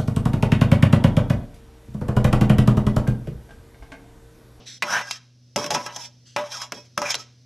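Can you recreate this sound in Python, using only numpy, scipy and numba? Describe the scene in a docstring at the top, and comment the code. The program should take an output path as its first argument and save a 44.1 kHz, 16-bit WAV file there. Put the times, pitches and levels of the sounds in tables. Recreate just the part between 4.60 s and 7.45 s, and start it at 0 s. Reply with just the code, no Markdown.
"""A metal spoon knocks and scrapes round a hand-held steel bowl in five short strokes, close to a phone.
Impulsive blows and stick-slip friction, both shaped noise, excite the bowl's damped modes.
Two soft swishes, noise comb-filtered by its own echo, lead into strokes.
Behind them a kitchen fridge hums as two wavering sines over faint noise; an earlier stroke dies away."""
import sys
import numpy as np
from scipy import signal
from scipy.fft import rfft, irfft
from scipy.io import wavfile
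from scipy.ndimage import uniform_filter1d, map_coordinates
from numba import njit

SR = 44100
rng = np.random.default_rng(int(sys.argv[2]) if len(sys.argv) > 2 else 0)


def persist_wave(psi):
    """Save psi, clipped to +-1, as 16-bit WAV."""
    counts = np.round(np.clip(psi, -1, 1) * 32767).astype(np.int16)
    wavfile.write(sys.argv[1], SR, np.atleast_2d(counts).T)


N = 125685  # samples


def undb(db):
    """Decibel law: 20 dB is a factor of ten in amplitude."""
    return 10 ** (np.asarray(db) / 20)


def unit(x):
    """Normalisation to an rms amplitude of 1."""
    return x / np.sqrt(np.mean(x ** 2))


def band(x, lo_hz, hi_hz):
    """Band-pass filtering with a maximally flat pass band."""
    return signal.sosfilt(signal.butter(2, [lo_hz, hi_hz], "band", fs=SR, output="sos"), x)


def colour(x, table):
    """Spectral shaping: gains in dB interpolated over log frequency."""
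    hz, db = np.array(table).T
    f = np.arange(len(x) // 2 + 1) * SR / len(x) + 1
    gain = undb(np.interp(np.log(f), np.log(hz), db))
    return irfft(rfft(x) * gain, len(x))


def walk(rate):
    """Slow random modulation: levels held for 1 / rate s, smoothed twice, rms 1."""
    hold = int(SR / rate)
    steps = np.repeat(rng.standard_normal(N // hold + 1), hold)
    smooth = uniform_filter1d(uniform_filter1d(steps, hold), hold)
    return unit(smooth[:N])


@njit
def sweep(x, hz, width):
    """Time-varying resonance: a state-variable band-pass whose centre moves; width is 1 / Q."""
    y, b, l = np.empty(len(x)), 0., 0.
    for i in range(len(x)):
        g = np.tan(np.pi * hz[i] / SR)
        v = (b + g * (x[i] - l)) / (1 + g * (g + width))
        b, l, y[i] = 2 * v - b, l + 2 * g * v, width * v
    return y


# Spectrum of the room noise. Each row: frequency in Hz, relative density in dB per Hz.
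FLOOR_SPECTRUM = [(30, -20.5), (90, -1.5), (170, -4.5), (300, -7.5), (400, -15), (530, -12.5), (900, -29),
                  (2500, -24.5), (5900, -14), (7200, -31.5), (13000, -40.5)]
FLOOR_DB = -60.5


def room_noise():
    """Stationary broadband noise of fixed spectrum, its level wavering slowly."""
    noise = unit(colour(rng.standard_normal(N), FLOOR_SPECTRUM))
    return undb(FLOOR_DB + 1.5 * walk(6.4)) * noise


# Partials of the fridge hum. Each row: frequency in Hz, mean rms level in dB.
HUM_PARTIALS = [(122.4, -54), (244.8, -67)]


def fridge_hum(t):
    """Tonal machine noise: steady sines under slow amplitude modulation."""
    hum = 0
    for hz, db in HUM_PARTIALS:
        sine = np.sqrt(2) * np.sin(2 * np.pi * hz * t)  # rms 1
        hum = hum + undb(db + 0.46 * walk(8.7)) * sine
    return hum


RUMBLE_DB, RUMBLE_FADE_S = -48.5, 0.054  # starting level and time constant
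EARLIER_DB, EARLIER_FADE_S = -54.5, 0.077


def earlier_stroke(t):
    """Exponential decay: a low and a high noise band left from an earlier stroke die away."""
    low = unit(band(rng.standard_normal(N), 130, 700))
    high = unit(band(rng.standard_normal(N), 2400, 4100))
    rumble = undb(RUMBLE_DB) * np.exp(-t / RUMBLE_FADE_S) * low
    return rumble + undb(EARLIER_DB) * np.exp(-t / EARLIER_FADE_S) * high


def tail(x, t60):
    """Diffuse reverberation: convolution with decaying noise of energy 1."""
    u = np.arange(SR // 2) / SR
    h = rng.standard_normal(len(u)) * undb(-60 * u / t60)
    return signal.fftconvolve(x, h / np.sqrt(np.sum(h ** 2)))[:N]


# Swishes. Each row: start in seconds, length in seconds, level in dB before fade and comb,
# initial spacing of the bands in Hz.
SWISH_EVENTS = [(0.056, 0.13, -32, 1987), (1.652, 0.13, -44.5, 1580)]
# Spectrum of the swish. Each row: frequency in Hz, relative density in dB per Hz.
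SWISH_SPECTRUM = [(710, -20), (1200, -12.5), (1680, -5), (3670, 4.5), (4610, 4), (5740, 5.5),
                  (13000, -27.5)]
SWISH_RISE_S, SWISH_FALL_S, SWISH_FADE_DB = .022, .0075, -13  # the fade runs over the whole length
SWISH_SAG, SWISH_DEPTH = .06, .6  # growth of the echo's delay, amplitude of the echo


def swishes(t):
    """Comb filtering: hiss plus its echo off the bowl has evenly spaced bands, sinking as the delay grows."""
    out, hiss = np.zeros(N), unit(colour(rng.standard_normal(N), SWISH_SPECTRUM))
    for s, length, db, hz in SWISH_EVENTS:
        u = np.clip((t - s) / length, 0, 1)
        delay = SR / hz * (1 + SWISH_SAG * u)  # samples
        echo = map_coordinates(hiss, [t * SR - delay], order=3, mode="wrap")
        rise = np.clip((t - s) / SWISH_RISE_S, 0, 1)
        fall = np.clip((s + length - t) / SWISH_FALL_S, 0, 1)
        envelope = rise * fall * undb(SWISH_FADE_DB * u)
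        out += undb(db) * envelope * (hiss + SWISH_DEPTH * echo) / 2
    return out


def damped_mode(force, hz, t60):
    """Damped oscillator: a complex one-pole filter whose free ringing falls 60 dB in t60."""
    pole = np.exp(2j * np.pi * hz / SR - np.log(1000) / (t60 * SR))
    return signal.lfilter([1], [1, -pole], force).imag


# Modes of the bowl. Each row: frequency in Hz, relative drive in dB, 60 dB decay time in seconds.
BOWL_MODES = [(588, -12, 0.22), (867, -10, 0.1), (991, -11, 0.11), (1126, -14, 0.11), (1303, -10, .17),
              (1630, -6, 0.11), (1997, -6, 0.13), (2449, -6, 0.1), (2706, -3, 0.09), (3217, -9, 0.11),
              (4020, -3, 0.08), (4652, -3, 0.07), (5410, -5, 0.09), (6372, -2, 0.08)]


def ring(force, coupling_db):
    """Modal superposition: the force drives every bowl mode through its own coupling."""
    out = 0
    for (hz, db, t60), more_db in zip(BOWL_MODES, coupling_db):
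        out = out + damped_mode(force * undb(db + more_db), hz, t60)
    return out


DENSE_T60_S, DENSE_COUPLING_DB, DENSE_PER_S = .08, 6, 20


def dense(force, count=36):
    """High modal density: many small wall modes come and go as the contact moves."""
    out = 0
    places = (np.arange(count) + rng.random(count)) / count
    for hz in 1400 * 6.5 ** places:
        coupling = undb(DENSE_COUPLING_DB * walk(DENSE_PER_S))
        out = out + damped_mode(force * coupling, hz, DENSE_T60_S)
    return out * np.std(force) / np.std(out)


# Treble of the contact force. Each row: frequency in Hz, relative density in dB per Hz.
TREBLE_SPECTRUM = [(1470, 4), (2500, 1), (2960, -7), (3160, 4), (4330, -7), (5470, 4.5), (7950, -13),
                   (12700, -21), (13500, -36.5)]
CONTACT_DB = -5  # contact resonance relative to the plain middle band


def three_bands(force, hz, width):
    """Band decomposition: middle with the contact resonance, treble and bass, each of rms 1."""
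    middle = unit(band(force, 700, 3570)) + undb(CONTACT_DB) * unit(sweep(force, hz, width))
    treble = colour(band(force, 2800, 14000), TREBLE_SPECTRUM)
    bass = band(band(force, 51, 680), 140, 580)
    return unit(middle), unit(treble), unit(bass)


# Knocks. Each row: time in seconds, peak of the middle band in dB, then peaks of treble and thud
# relative to it in dB, centre in Hz, drive of the ring relative to it in dB, decay constant of the
# crack in seconds.
KNOCK_EVENTS = [(0.223, -7.5, -9, -22.5, 2130, -14, 0.0084), (0.51, -16.5, 2.5, -32.5, 3760, -9, 0.0032),
                (0.96, -10.5, 0.5, -7.5, 755, -8.5, 0.0051), (0.976, -17.5, -7, -10.5, 1060, -35, 0.0019),
                (1.042, -18, -1, -12.5, 700, -14, 0.0061), (1.062, -17.5, 0.5, -14.5, 700, -20, 0.0057),
                (1.105, -14.5, 2.5, -10, 760, -11, 0.011), (1.147, -8.5, -2, -16, 1000, -5, 0.0029),
                (1.263, -20.5, 1, -18.5, 1100, -1, 0.0056), (1.362, -23.5, 5.5, -20, 970, -9, 0.0032),
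                (1.763, -10.5, -4.5, -18, 930, -1.5, 0.006), (1.768, -28, -9, -15, 1160, -11, 0.0035),
                (2.017, -20, -1.5, -32, 1730, -29, 0.0066), (2.121, -14, -0.5, -16.5, 1780, -26, 0.0029),
                (2.377, -7, -4.5, -18, 1280, -33, 0.0028), (2.418, -11.5, -1.5, -24, 950, -5, 0.0016),
                (2.5431, -10, -9.5, -31, 3350, -30, 0.0032), (2.552, -17, 6, -21, 4080, -14, 0.0023)]
KNOCK_RISE_S, THUD_S, KNOCK_WIDTH = 0.00017, 0.036, .2  # width is 1 / Q
KNOCK_SLOPE_DB, KNOCK_SCATTER_DB = 11, 3  # loss per octave from the centre, random spread


def knocks():
    """Impulsive excitation: a noisy crack and thud, and an impulse that wakes most the modes near its centre."""
    out, n = np.zeros(2 * N), SR // 2
    u = np.arange(n) / SR
    rise = 1 - np.exp(-u / KNOCK_RISE_S)
    impulse = 1. * (u == 0)
    mode_hz = np.array(BOWL_MODES)[:, 0]
    for s, db, treble_db, thud_db, hz, ring_db, fall in KNOCK_EVENTS:
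        bands = three_bands(rng.standard_normal(n), np.full(n, 1. * hz), KNOCK_WIDTH)
        blow = 0
        for x, part_db, fall_s in zip(bands, (0, treble_db, thud_db), (fall, fall, THUD_S)):
            part = x * rise * np.exp(-u / fall_s)
            blow = blow + undb(part_db) * part / np.abs(part).max()
        scatter_db = KNOCK_SCATTER_DB * rng.standard_normal(len(BOWL_MODES))
        coupling_db = scatter_db - KNOCK_SLOPE_DB * np.abs(np.log2(mode_hz / hz))
        ringing = band(ring(impulse, coupling_db), 210, 9000)
        i = int(s * SR)
        out[i:i + n] += undb(db) * (blow + undb(ring_db) * ringing)
    return out[:N]


SLIPS_PER_S, SLIP_S, SLIP_SHARE = 45, .01, .42  # mean rate, decay constant, weight against the steady rub


def slips(t):
    """Stick-slip: uneven jerks that start sharply and die away over a steady rub."""
    gaps = (.4 + 1.2 * rng.random(int(SLIPS_PER_S * 4))) / SLIPS_PER_S
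    when = np.cumsum(gaps)
    when = when[when < t[-1]]
    jerks = np.bincount((when * SR).astype(int), .4 + rng.random(len(when)), N)
    jerks = signal.lfilter([1], [1, -np.exp(-1 / (SLIP_S * SR))], jerks)
    return unit(1 - SLIP_SHARE + SLIP_SHARE * jerks)


# Friction, one list of rows per stroke. Each row: time in seconds, levels of middle, treble and
# lowest mode in dB (middle and treble before slips and chatter), contact resonance in Hz.
STROKE_POINTS = [
    [(0.235, -33, -39.5, -38.5, 1076), (0.263, -36, -38, -39.5, 1003), (0.285, -35.5, -35.5, -37.5, 1480),
     (0.327, -27.5, -27.5, -47, 1620), (0.37, -27, -30.5, -53.5, 1650), (0.41, -32, -38, -57, 1690),
     (0.44, -51, -47.5, -49, 1570), (0.505, -43, -36.5, -62, 1600), (0.56, -91, -44, -64, 1360)],
    [(0.975, -35.5, -32.5, -37, 1134), (1.07, -40.5, -37.5, -35.5, 1115), (1.098, -46.5, -50, -40.5, 900),
     (1.108, -25, -35.5, -42.5, 800), (1.14, -33.5, -29, -48, 937), (1.156, -25.5, -22, -45, 990),
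     (1.17, -33.5, -39, -45, 990), (1.255, -48, -41.5, -55, 1106), (1.302, -43.5, -53, -48, 1072),
     (1.354, -56, -46, -58, 1000), (1.366, -43, -39.5, -72, 970), (1.452, -52.5, -39.5, -78, 934),
     (1.49, -70.5, -64.5, -59, 1070)],
    [(1.78, -34, -39.5, -31, 990), (1.834, -45, -48, -29, 1200), (1.898, -47.5, -45, -50, 900),
     (1.92, -47, -33.5, -46, 1006), (1.94, -45, -36, -64.5, 1500), (1.99, -46, -38, -59, 950),
     (2.014, -46.5, -37, -75, 1500), (2.045, -44.5, -38, -61, 962), (2.075, -56, -54, -60, 918)],
    [(2.13, -38, -47, -34.5, 800), (2.146, -53.5, -44.5, -70, 800), (2.186, -57, -51, -45.5, 985),
     (2.238, -82, -62, -64.5, 954), (2.26, -81.5, -60, -75, 1040)],
    [(2.385, -33, -32, -31.5, 1295), (2.411, -50, -47.5, -35.5, 1087), (2.424, -34, -33.5, -35.5, 1250),
     (2.445, -35.5, -36, -31.5, 1400), (2.457, -33, -33.5, -38.5, 2316), (2.495, -36, -31, -45, 2400),
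     (2.507, -29.5, -19, -52, 2450), (2.52, -37.5, -26.5, -56, 2450), (2.535, -43.5, -67, -71, 1380),
     (2.563, -46, -48, -71, 1380), (2.62, -63.5, -44.5, -69, 1300)],
]
GRIT_DB, CHATTER_DB, CHATTER_PER_S = 1.5, 1.5, 60
CONTACT_WIDTH, RUB_BASS_DB, LOWEST_WIDTH = .11, -20, .007  # 1 / Q, bass in the middle layer, rms detuning
RING_DB, DENSE_DB = -31, -2  # shares of bowl modes and wall modes
COUPLING_DB, COUPLING_PER_S = 3.5, 20  # the spoon wakes other modes as it travels
CONTACT_SLOPE_DB = 9  # loss per octave from the contact resonance, up to one octave


def scrape(t):
    """Friction excitation: dense uneven grains that chatter, heard directly and through the bowl's modes."""
    rows = np.vstack(STROKE_POINTS)
    contact_hz = np.interp(t, rows[:, 0], rows[:, 4])
    grain_db = GRIT_DB * np.minimum(rng.exponential(size=N), 5)
    grit = rng.standard_normal(N) * undb(grain_db)
    middle, treble, bass = three_bands(grit, contact_hz, CONTACT_WIDTH)
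    cycles = BOWL_MODES[0][0] * np.cumsum(1 + LOWEST_WIDTH * walk(29.39)) / SR
    lowest = unit(np.sin(2 * np.pi * cycles))
    bands = middle + undb(RUB_BASS_DB) * bass, treble, lowest

    layers = np.zeros((3, N))
    for stroke in STROKE_POINTS:
        s, *levels_db, _ = np.array(stroke).T
        touch = np.clip((t - s[0]) / .012 + 1, 0, 1) * np.clip((s[-1] - t) / 0.027 + 1, 0, 1)
        for layer, db, x in zip(layers, levels_db, bands):
            layer += touch * undb(np.interp(t, s, db)) * x

    rub = (layers[0] + layers[1]) * slips(t) * undb(CHATTER_DB * walk(CHATTER_PER_S))
    coupling_db = []
    for hz, *_ in BOWL_MODES:
        octaves = np.minimum(np.abs(np.log2(hz / contact_hz)), 1)
        coupling_db.append(COUPLING_DB * walk(COUPLING_PER_S) - CONTACT_SLOPE_DB * octaves)
    return rub + undb(DENSE_DB) * dense(rub) + layers[2] + undb(RING_DB) * ring(rub, coupling_db)


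ROOM_DB, ROOM_T60_S, ROOM_DULL_HZ = -16, 0.45, 6400
SIDE_DB, SIDE_PATCHY_DB, SIDE_HZ, SIDE_S = -13, 5.5, 5000, .04  # SIDE_S is a 60 dB decay time


def scene():
    """Superposition of sources and reverberation; only the treble differs between the two channels."""
    t = np.arange(N) / SR
    kitchen = room_noise() + fridge_hum(t) + earlier_stroke(t)
    close = swishes(t) + knocks() + scrape(t)
    room = undb(ROOM_DB) * band(tail(close, ROOM_T60_S), 240, ROOM_DULL_HZ)
    mid = close + room + kitchen
    high_pass = signal.butter(12, SIDE_HZ, "high", fs=SR, output="sos")
    side = signal.sosfilt(high_pass, tail(mid, SIDE_S))
    side = undb(SIDE_DB + SIDE_PATCHY_DB * walk(15)) * side
    return np.array([mid + side, mid - side])


def record(dry):
    """Band limiting: the phone cuts the top above 13.3 kHz with a steep low-pass."""
    return signal.sosfilt(signal.ellip(8, .2, 70, 13300, fs=SR, output="sos"), dry)


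dry = scene()
out = record(dry)
persist_wave(out)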